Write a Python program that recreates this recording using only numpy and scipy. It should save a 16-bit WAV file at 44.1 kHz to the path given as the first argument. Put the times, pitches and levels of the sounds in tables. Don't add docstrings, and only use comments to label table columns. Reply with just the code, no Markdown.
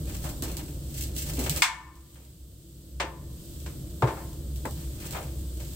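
import sys
import numpy as np
from scipy import signal
from scipy.fft import rfft, irfft, next_fast_len
from scipy.io import wavfile
from scipy.ndimage import uniform_filter1d, minimum_filter1d

SR = 44100
rng = np.random.default_rng(int(sys.argv[2]) if len(sys.argv) > 2 else 0)


def int16_out(signal):
    q = np.round(np.clip(np.atleast_2d(signal).T, -1, 1) * 32767)
    wavfile.write(sys.argv[1], SR, q.astype(np.int16))


N = 253719
TIME = np.arange(N) / SR
TAIL = TIME[:SR * 3 // 5]


# f/Hz, level/dB, t60/s
PLATE_MODES = [(248.5, -13, .35), (363.4, -24, 0.64), (430, -21.5, 0.23), (540, -26.5, 0.67),
               (695, -33, 0.12), (700, -18, 0.22), (895, -15.5, 0.51), (1001, -19.5, 0.68),
               (1059, -23, 0.73), (1177, -31.5, 0.89), (1202, -20, 0.24), (1570, -39.5, 0.22),
               (1480, -30.5, 0.14), (1690, -24.5, 0.31), (1790, -21.5, 0.6)]
# f/Hz, level/dB, t60/s
POKER_MODES = [(2104, -14.5, 0.17), (2213, -21.5, 0.54), (2160, -11.5, 0.28), (2395, -18, 0.27),
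               (2483, -11, 0.14), (2860, -27, 0.18), (3440, -16.5, 0.25), (3670, -23, 0.14),
               (3947, -28.5, 0.186), (4570, -26, .15)]
# t/s, level/dB, rise/s, low cut/Hz, treble corner/Hz, roll-off/(dB/oct),
# plate ring/dB, poker ring/dB, t60 factor
POKER_BLOWS = [(0.238, -23, 0.0058, 540, 1290, 23.5, -14, -13, 1.1),
               (0.423, -23.5, 0.00091, 198, 450, 8.5, -10.5, -10, 2.1),
               (1.381, -11.5, 0.002, 225, 500, 23, -6.5, -23, .85),
               (1.620, 5, 0.00095, 857, 2203, 6.5, -1, 1, 0.94),
               (2.999, -11, 0.0019, 380, 2450, 12, -1.5, -11, 0.76),
               (3.661, -33.5, 0.00083, 380, 1780, 7, -22, -12, 0.74),
               (4.022, -8, 0.00032, 330, 850, 12.5, 0.5, -18, 0.72),
               (4.071, -17.5, 0.0027, 650, 980, 10.5, -10.5, -8, 1.06),
               (4.168, -29.5, 0.0017, 494, 1370, 16, -11, -10, 1.3),
               (4.652, -16, 0.00009, 166, 1530, 24, -7.5, -24, 0.39),
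               (5.146, -18, 0.004, 415, 1210, 18, -12, -3, 0.92)]

def blows(echo_db=-1, crack_db=1, crack_t60_s=0.022, ring_db=-3):
    out = np.zeros((2, N))
    for s, db, rise_s, low_hz, corner_hz, db_per_oct, plate_db, poker_db, t60_scale in POKER_BLOWS:
        plates = undb(plate_db) * steel_ring(PLATE_MODES, t60_scale)
        poker = undb(poker_db) * steel_ring(POKER_MODES, t60_scale)
        crack = undb(crack_db) * diffuse(len(TAIL)) * fade(TAIL, crack_t60_s)
        hit = crack + undb(echo_db) * echoes(t60_scale) + undb(ring_db) * (plates + poker)
        hit *= 1 - np.exp(-TAIL / rise_s)
        hit = shape(hit, lambda hz: undb(-db_per_oct * np.log2(1 + (hz / corner_hz) ** 4) / 4))
        low_cut = signal.butter(6, low_hz, "high", fs=SR, output="sos")
        add(out, s, undb(db) * signal.sosfilt(low_cut, hit))
    return out


def steel_ring(modes, t60_scale, max_detune=0.01294, twin_gain=0.97):
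    mid = side = 0
    for hz, db, t60_s in modes:
        start, bearing, detune_angle = rng.uniform(0, 2 * np.pi, 3)
        phase = 2 * np.pi * hz * TAIL + start
        twin_phase = phase * (1 + max_detune * np.cos(detune_angle))
        envelope = undb(db) * fade(TAIL, t60_s * t60_scale)
        mid += envelope * (np.sin(phase) + twin_gain * np.sin(twin_phase))
        side += envelope * side_share(hz) * np.sin(bearing) * np.cos(phase)
    return stereo(mid, side)


# f/Hz, level/dB
COAL_SPECTRUM = [(300, -27), (1000, -28), (1600, -9.5), (2800, -3), (4500, -1.5), (6000, -4), (8000, -3.5),
                 (11000, -3), (15000, 0)]
# f/Hz, level/dB
BARK_SPECTRUM = [(120, -14), (300, -5), (600, 5), (1100, -2.5), (1600, -2.5), (2500, -3), (6000, -22)]
# peak t/s, build-up/s, release/s, coal crunch/dB, bark rasp/dB
POKER_STROKES = [(0.081, 0.028, 0.08, -44, -46.5), (0.153, 0.047, 0.036, -37.5, -43),
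                 (0.262, 0.13, 0.15, -41.5, -45.5), (0.430, .01, 0.18, -45.5, -50),
                 (0.485, 0.023, 0.26, -49, -47), (0.572, .01, 0.17, -44, -60),
                 (0.990, 0.14, 0.14, -36, -54.5), (1.186, 0.034, 0.15, -27, -61),
                 (1.299, 0.024, 0.069, -29.5, -70), (1.485, 0.28, .09, -31, -36.5),
                 (1.570, .08, 0.15, -32.5, -38), (2.174, 0.089, 0.24, -48.5, -45),
                 (4.830, 0.15, 0.04, -55.5, -51), (5.066, 0.2, 0.049, -40, -50.5),
                 (5.154, 0.12, 0.16, -41, -38.5), (5.605, .015, 0.39, -45, -51)]

def stirring(range_db=21.5, coals_db=-2, bark_db=-0.5):
    on_coals = on_bark = 0
    for s, build_s, release_s, crunch_db, rasp_db in POKER_STROKES:
        force = undb(-range_db * np.maximum((s - TIME) / build_s, (TIME - s) / release_s))
        on_coals += undb(crunch_db) * force
        on_bark += undb(rasp_db) * force
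    coals = colour(fractures(per_s=570, spread_db=5.5, t60_scale=1), COAL_SPECTRUM)
    bark = colour(fractures(per_s=350, spread_db=4, t60_scale=0.42), BARK_SPECTRUM)
    return undb(coals_db) * unit_rms(coals) * on_coals + undb(bark_db) * unit_rms(bark) * on_bark


def fractures(per_s, spread_db, t60_scale, direct=1):
    sizes = undb(spread_db * np.minimum(rng.exponential(size=N), 5))
    clicks = (rng.random(N) < per_s / SR) * sizes * rng.choice([-1, 1], N)
    response = echoes(t60_scale) * (1 + direct * fade(TAIL, t60_s=0.0038))
    return unit_rms(signal.fftconvolve(clicks[None], response, axes=1)[:, :N])


# t/s, level/dB, f/Hz, swell/s
LOG_DROPS = [(0.425, -28, 255, 0.0027), (1.381, -27.5, 284, 0.0042), (1.498, -25.5, 160, 0.011),
             (3.040, -27.5, 330, 0.0034), (4.032, -13.5, 124, 0.0094)]

def log_thuds():
    out, t = np.zeros((2, N)), TIME[:SR]
    for s, db, hz, swell_s in LOG_DROPS:
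        envelope = undb(db) * t / swell_s * np.exp(1 - t / swell_s)
        add(out, s, stereo(envelope * np.sin(2 * np.pi * hz * t), 0))
    return out


# t/s, level/dB
COAL_SNAPS = [(0.423, -23.5), (0.437, -29.5), (0.569, -27), (0.983, -34), (1.165, -27), (1.412, -34),
              (1.496, -16.5), (1.562, -23), (1.955, -37), (3.602, -40), (4.560, -37), (4.655, -32),
              (4.710, -36.5), (5.109, -29.5), (5.126, -34)]

def coal_snaps(tick_t60_s=0.0065, echo_db=-12):
    out = np.zeros((2, N))
    echo = undb(echo_db) * echoes(t60_scale=0.99)
    for s, db in COAL_SNAPS:
        tick = diffuse(len(TAIL)) * fade(TAIL, tick_t60_s)
        add(out, s, undb(db) * (tick + echo))
    return colour(out, COAL_SPECTRUM)


# f/Hz, level/dB
RUMBLE_SPECTRUM = [(15, -72.5), (30, -71.5), (43, -65), (55, -58), (80, -59), (110, -64.5), (150, -62.5),
                   (210, -72), (320, -72.5), (420, -79), (600, -82), (800, -97.5), (1400, -99),
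                   (3000, -115)]
# f/Hz, half-width/Hz, level/dB
FLUE_MODES = [(64.36, 4.5, -38), (138.2, 18, -46.5), (305, 18.4, -54), (333.7, 5.5, -53)]
# t/s, level/dB
DRAUGHT_CURVE = [(0, 4), (0.8, 1), (1.5, 4.5), (2.0, -0.5), (2.7, -2), (3.2, 0), (5.75, 0.5)]
# f/Hz, level/dB
HISS_SPECTRUM = [(700, -106), (1500, -103), (2400, -101), (3100, -92), (4500, -94), (6000, -97),
                 (8000, -94.5), (15000, -93.5)]

def fire(rumble_gain_db=43, hiss_gain_db=41, flutter_db=0.12, waver_db=-1.5, sizzle_db=-10):
    roar = undb(rumble_gain_db) * colour(diffuse(N), RUMBLE_SPECTRUM)
    for centre_hz, half_width_hz, db in FLUE_MODES:
        boom = shape(diffuse(N), lambda hz: 1 / (1 + ((hz - centre_hz) / half_width_hz) ** 2))
        roar += undb(db) * unit_rms(boom)
    sizzle = undb(sizzle_db) * fractures(per_s=300, spread_db=7.5, t60_scale=0.52, direct=3.9)
    hiss_gain = undb(hiss_gain_db + waver_db * wander(rate_hz=5.52))
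    hiss = hiss_gain * colour(diffuse(N) + sizzle, HISS_SPECTRUM)
    draught_db = np.interp(TIME, *np.transpose(DRAUGHT_CURVE))
    return roar * undb(flutter_db * wander(rate_hz=21) + draught_db) + hiss


# f/Hz, t60/s
BOX_DECAY = [(150, 0.71), (500, 0.48), (1000, 0.3), (2000, 0.26), (4000, 0.19), (8000, .19), (14000, 0.12)]

def echoes(t60_scale, room_db=-21, room_stretch=3.08):
    spectrum = rfft(diffuse(len(TAIL)))
    hz = np.maximum(np.fft.rfftfreq(len(TAIL), 1 / SR), 1)
    centres_hz, t60s = np.transpose(BOX_DECAY)
    out = 0
    for weights, t60_s in zip(np.eye(len(t60s)), t60s * t60_scale):
        band = irfft(spectrum * log_interp(np.c_[centres_hz, weights], hz))
        out += band * (fade(TAIL, t60_s) + undb(room_db) * fade(TAIL, t60_s * room_stretch))
    return out


def diffuse(n):
    return stereo(rng.standard_normal(n), shape(rng.standard_normal(n), side_share))


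def side_share(hz, blend_hz=1300):
    return hz / np.hypot(hz, blend_hz)


def stereo(mid, side):
    return np.array([mid + side, mid - side])


def undb(db):
    return 10 ** (np.asarray(db) / 20)


def unit_rms(x):
    return x / x.std()


def fade(t, t60_s):
    return np.exp(-np.log(1000) * t / t60_s)


def wander(rate_hz):
    hold = int(SR / rate_hz)
    steps = np.repeat(rng.standard_normal(N // hold + 1), hold)
    return np.sqrt(2) * uniform_filter1d(uniform_filter1d(steps, hold), hold)[:N]


def log_interp(points, hz):
    points_hz, values = np.transpose(points)
    return np.interp(np.log(hz), np.log(points_hz), values)


def shape(x, gain):
    n = x.shape[-1]
    size = next_fast_len(n + 4096)
    hz = np.maximum(np.fft.rfftfreq(size, 1 / SR), 1)
    return irfft(rfft(x, size) * gain(hz), size)[..., :n]


def colour(x, points):
    return shape(x, lambda hz: undb(log_interp(points, hz)))


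def add(out, start_s, sound):
    i = int(start_s * SR)
    out[:, i:i + sound.shape[1]] += sound[:, :N - i]


def scene():
    return stirring() + fire() + coal_snaps() + blows() + log_thuds()


# f/Hz, left/dB, right/dB
PORT_RESPONSE = [(99, -0.5, -0.5), (600, 0, -1.13), (2200, 1.5, -3), (4900, 3.5, 2), (6700, 0, 6),
                 (8140, 4.5, 11), (9420, -3.5, 3.5), (11050, -1, -3.5), (13930, 8.5, -1),
                 (14870, -5.5, 4.5)]

def record(dry, limit_db=-13, recover_db_per_s=7.5, sense_s=0.0031, ahead_s=0.0012, top_hz=15750):
    hz, left_db, right_db = np.transpose(PORT_RESPONSE)
    x = np.array([colour(dry[0], np.c_[hz, left_db]), colour(dry[1], np.c_[hz, right_db])])
    power = uniform_filter1d(np.mean(x ** 2, axis=0), int(sense_s * SR))
    excess_db = 10 * np.log10(np.maximum(power / undb(limit_db) ** 2, 1))
    recovery_db = recover_db_per_s * TIME
    cut_db = np.maximum.accumulate(excess_db + recovery_db) - recovery_db
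    ahead = int(ahead_s * SR)
    gain = uniform_filter1d(minimum_filter1d(undb(-cut_db), 2 * ahead), ahead)
    top_cut = signal.ellip(10, 0.2, 80, top_hz, fs=SR, output="sos")
    return signal.sosfilt(top_cut, x * gain)


dry = scene()
out = record(dry)
int16_out(out)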